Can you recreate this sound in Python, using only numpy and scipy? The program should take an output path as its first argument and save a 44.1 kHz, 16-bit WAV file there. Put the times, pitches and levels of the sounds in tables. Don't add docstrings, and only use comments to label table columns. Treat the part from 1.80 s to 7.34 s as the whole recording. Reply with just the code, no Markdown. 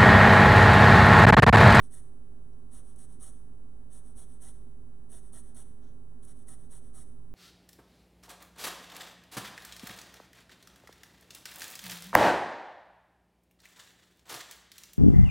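import sys
import numpy as np
from scipy import signal
from scipy.fft import rfft, irfft, next_fast_len
from scipy.io import wavfile

SR = 44100
rng = np.random.default_rng(int(sys.argv[2]) if len(sys.argv) > 2 else 0)


def master(y):
    cut = np.clip(np.atleast_2d(y).T, -1, 1)
    pcm = np.round(cut * 32767)
    wavfile.write(sys.argv[1], SR, pcm.astype(np.int16))


N = 244314


def rasp(snap_db, rub_db, blade_db, judder_db):
    # frequency_hz, relative_db
    snap_spectrum = [(2500, -23), (5000, -21), (6600, -8), (7300, -12), (8100, 4.5), (9200, 3.5),
                     (10600, 1.5), (11300, -8), (12400, -13.5), (13400, -13), (15400, -25)]
    # frequency_hz, relative_db
    rub_spectrum = [(250, -18.5), (650, 8), (1000, 1.5), (1500, 1), (2000, -4.5), (2800, -6.5), (3500, 0),
                    (4300, -5.5), (6000, 0.5), (9000, -15)]
    bite = hand_pressure()
    catch = snags(decay_s=0.0065, gain_db=-3.5)
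    tearing = rms_one(snaps(per_s=8000, spread_db=-1.5) * from_db(judder_db * drift(84)))
    teeth = tearing * (bite + catch)
    bright = from_db(snap_db) * colour(teeth, snap_spectrum)
    rubbing = snaps(per_s=7000, spread_db=4.0) * from_db(drift(110))
    brush = stroke(start_s=4.0, length_s=0.13, level_db=-67)
    dull = from_db(rub_db) * colour(rubbing * (bite + brush), rub_spectrum)
    steel = from_db(blade_db) * blade(teeth, shift_db=5.0)
    return panned(bright, pan_db=2.5) + dull + steel


def hand_pressure():
    # start_s, length_s, level_db
    pushes = [(0.096, 0.12, -59), (0.903, 0.12, -60), (1.166, 0.1, -61.5), (1.386, 0.13, -57),
              (2.094, 0.12, -61.5), (2.348, 0.11, -58.5), (2.595, 0.13, -56.5), (3.288, 0.12, -58),
              (3.518, 0.099, -56), (3.741, 0.098, -56), (4.419, 0.043, -65.5), (4.456, 0.08, -62),
              (4.662, 0.099, -58), (4.892, 0.11, -58.5), (5.126, 0.12, -58)]
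    hop_s, pause_s = 0.05, 0.3
    turn_s = 0.0069
    pressure, last_end = np.zeros(N), 0
    for start, length, level_db in pushes:
        pressure += stroke(start, length, level_db)
        if hop_s < start - last_end < pause_s:
            pressure += drag(last_end + turn_s, start - turn_s)
        last_end = start + length
    return pressure


def stroke(start_s, length_s, level_db):
    pressed, lifting, sag_db = 0.33, 0.75, -1.5
    corners_s = start_s + length_s * np.array([0, pressed, lifting, 1])
    return np.interp(np.arange(N) / SR, corners_s, [0, from_db(level_db), from_db(level_db + sag_db), 0])


def drag(start_s, end_s):
    level_db, db_per_s = -67, -1
    along = np.clip((np.arange(N) / SR - start_s) / (end_s - start_s), 0, 1)
    return from_db(level_db + db_per_s * start_s) * np.sin(np.pi * along)


def snags(decay_s, gain_db):
    # start_s, relative_db
    catches = [(0.138, -50.5), (1.1593, -54), (1.185, -58), (1.4274, -51), (2.1874, -66), (2.619, -52),
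               (3.316, -58), (3.531, -54), (3.7459, -60), (4.45, -53), (4.6828, -51), (4.91, -62)]
    t, force = np.arange(N) / SR, np.zeros(N)
    for start, db in catches:
        force += from_db(db + gain_db) * (t >= start) * np.exp(-np.abs(t - start) / decay_s)
    return force


def snaps(per_s, spread_db):
    sizes = from_db(spread_db * np.minimum(rng.exponential(1, N), 4))
    signs = rng.choice([-1, 1], N)
    return rms_one(sizes * signs * (rng.random(N) < per_s / SR))


def blade(teeth, shift_db):
    # pitch_hz, relative_db, t60_s
    modes = [(1346, -11.5, 0.034), (1935, -6.5, 0.015), (6640, -4.5, 0.015), (8170, -4, 0.019),
             (9640, -1.5, 0.028), (10200, -16, 0.011)]
    return sum(from_db(db + shift_db * drift(11.0)) * ring(teeth, hz, t60) / np.sqrt(t60 * SR)
               for hz, db, t60 in modes)


def handling_tap(t60_s, gain_db):
    # start_s, relative_db, pitch_hz
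    contacts = [(0.7322, -77, 5640)]
    return sum(from_db(db + gain_db) * ring(signal.unit_impulse(N, round(start * SR)), hz, t60_s)
               for start, db, hz in contacts)


def kitchen(direct, early_db, early_t60_s):
    place = np.pi / 2 * drift(1.31)
    early = sum(reflections(direct * share, early_db, early_t60_s, delay_s=0.00068)
                for share in (np.cos(place), np.sin(place)))
    return direct + early + reflections(direct, level_db=-10.5, t60_s=0.52, delay_s=0.051)


def reflections(x, level_db, t60_s, delay_s):
    t = np.arange(SR // 2) / SR
    decay = np.exp(-np.log(1000) * t / t60_s) * (t > delay_s)
    response = rms_one(diffuse(len(t)) * decay) / np.sqrt(len(t))
    return from_db(level_db) * signal.fftconvolve(x, response, axes=1)[:, :N]


def appliances(waver_db, wander_rad):
    # pitch_hz, level_db
    hum_tones = [(49.3, -57.5), (58.5, -67), (120, -64), (147.5, -77.5), (240, -70.5), (253.5, -75),
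                 (259.5, -72), (360, -82.5), (383.4, -71.5), (480, -91), (1681, -95)]
    # pitch_hz, width_hz, level_db
    resonances = [(89.2, 8.1, -65.5), (249.4, 13, -68.5), (285, 19, -85)]
    # frequency_hz, left_minus_right_db
    hum_pan = [(50, 1), (120, -0.3), (250, 2)]
    t, out = np.arange(N) / SR, np.zeros((2, N))
    for hz, db in hum_tones:
        phase = 2 * np.pi * (hz * t + rng.random()) + wander_rad * drift(0.46)
        tone = from_db(db + waver_db * drift(0.93)) * np.sqrt(2) * np.sin(phase)
        out += panned(tone, at_hz(hum_pan, hz))
    for hz, width, db in resonances:
        boom = rms_one(ring(rng.standard_normal(N), hz, t60_s=np.log(1000) / (np.pi * width)))
        out += panned(from_db(db) * boom, at_hz(hum_pan, hz))
    return out


def room_tone():
    # frequency_hz, density_db_per_hz
    air_spectrum = [(20, -71), (45, -79), (70, -86.5), (110, -86.5), (160, -85.5), (200, -88), (280, -95.5),
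                    (430, -94.5), (520, -99), (1000, -105), (1600, -112), (2100, -120), (3200, -130),
                    (8000, -145)]
    # frequency_hz, density_db_per_hz
    hiss_spectrum = [(2000, -124), (3300, -121), (6300, -122), (7600, -119), (9400, -111.5), (10900, -116),
                     (12500, -124), (15400, -124)]
    size = next_fast_len(N, True)
    rumble = shaped(diffuse(size), air_spectrum)
    hiss = shaped(rng.standard_normal((2, size)), hiss_spectrum)
    return panned(rumble, pan_db=2.0) + hiss


def diffuse(size):
    # frequency_hz, left_right_correlation
    likeness = [(40, .9), (150, 0.97), (300, 0.96), (700, 0.85), (2000, 1), (4500, 1), (7000, 0.18),
                (10000, 0.0093)]
    mid, side = rfft(rng.standard_normal((2, size)))
    alike = np.clip(at_hz(likeness, np.fft.rfftfreq(size, 1 / SR)), 0, 1)
    return irfft(np.sqrt((1 + alike) / 2) * mid + np.sqrt((1 - alike) / 2) * side * [[1], [-1]], size)


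def shaped(white, spectrum):
    size = white.shape[1]
    gain = from_db(at_hz(spectrum, np.fft.rfftfreq(size, 1 / SR))) * np.sqrt(SR / 2)
    return irfft(rfft(white) * gain, size)[:, :N]


def colour(x, spectrum, size=1024):
    gain = from_db(at_hz(spectrum, np.fft.rfftfreq(size, 1 / SR)))
    cepstrum = irfft(np.log(gain))
    cepstrum[1:size // 2] *= 2
    cepstrum[size // 2 + 1:] = 0
    response = irfft(np.exp(rfft(cepstrum)))
    return signal.oaconvolve(x, response / np.linalg.norm(response))[:N]


def ring(x, hz, t60_s):
    r, w = np.exp(-np.log(1000) / (t60_s * SR)), 2 * np.pi * hz / SR
    return signal.lfilter([0, np.sin(w)], [1, -2 * r * np.cos(w), r * r], x + 1e-18)


def drift(rate_hz):
    step, settle = 40, 2000
    r = np.exp(-2 * np.pi * step * rate_hz / SR)
    white = rng.standard_normal(N // step + settle + 2)
    slow = signal.lfilter([1], [1, -2 * r, r * r], white)[settle:]
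    return np.interp(np.arange(N) / step, np.arange(len(slow)), rms_one(slow))


def panned(x, pan_db):
    return x * from_db([[pan_db / 2], [-pan_db / 2]])


def at_hz(points, hz):
    frequencies, values = np.transpose(points)
    return np.interp(np.log(np.maximum(hz, 1)), np.log(frequencies), values)


def from_db(db):
    return 10 ** (np.asarray(db) / 20)


def rms_one(x):
    return x / np.sqrt(np.mean(x ** 2) + 1e-20)


def scene():
    zesting = rasp(snap_db=1.5, rub_db=-8.0, blade_db=-0.5, judder_db=1.14)
    tap = handling_tap(t60_s=0.031, gain_db=5)
    foreground = kitchen(zesting + tap, early_db=-8.0, early_t60_s=0.11)
    return foreground + appliances(waver_db=1.0, wander_rad=0.38) + room_tone()


def record(dry):
    # centre_hz, width_hz
    mic_dips = [(2430, 290), (4790, 454), (7180, 260), (11960, 520), (14380, 500)]
    dc_offset = [
        [-.008],
        [-.0165],
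    ]
    cutoff_hz = 15550
    for hz, width in mic_dips:
        b, a = signal.iirnotch(hz, hz / width, fs=SR)
        dry = signal.lfilter(b, a, signal.lfilter(b, a, dry))
    low_pass = signal.ellip(12, 0.1, 80, cutoff_hz, fs=SR, output="sos")
    return signal.sosfilt(low_pass, dry) + dc_offset


dry = scene()
out = record(dry)
master(out)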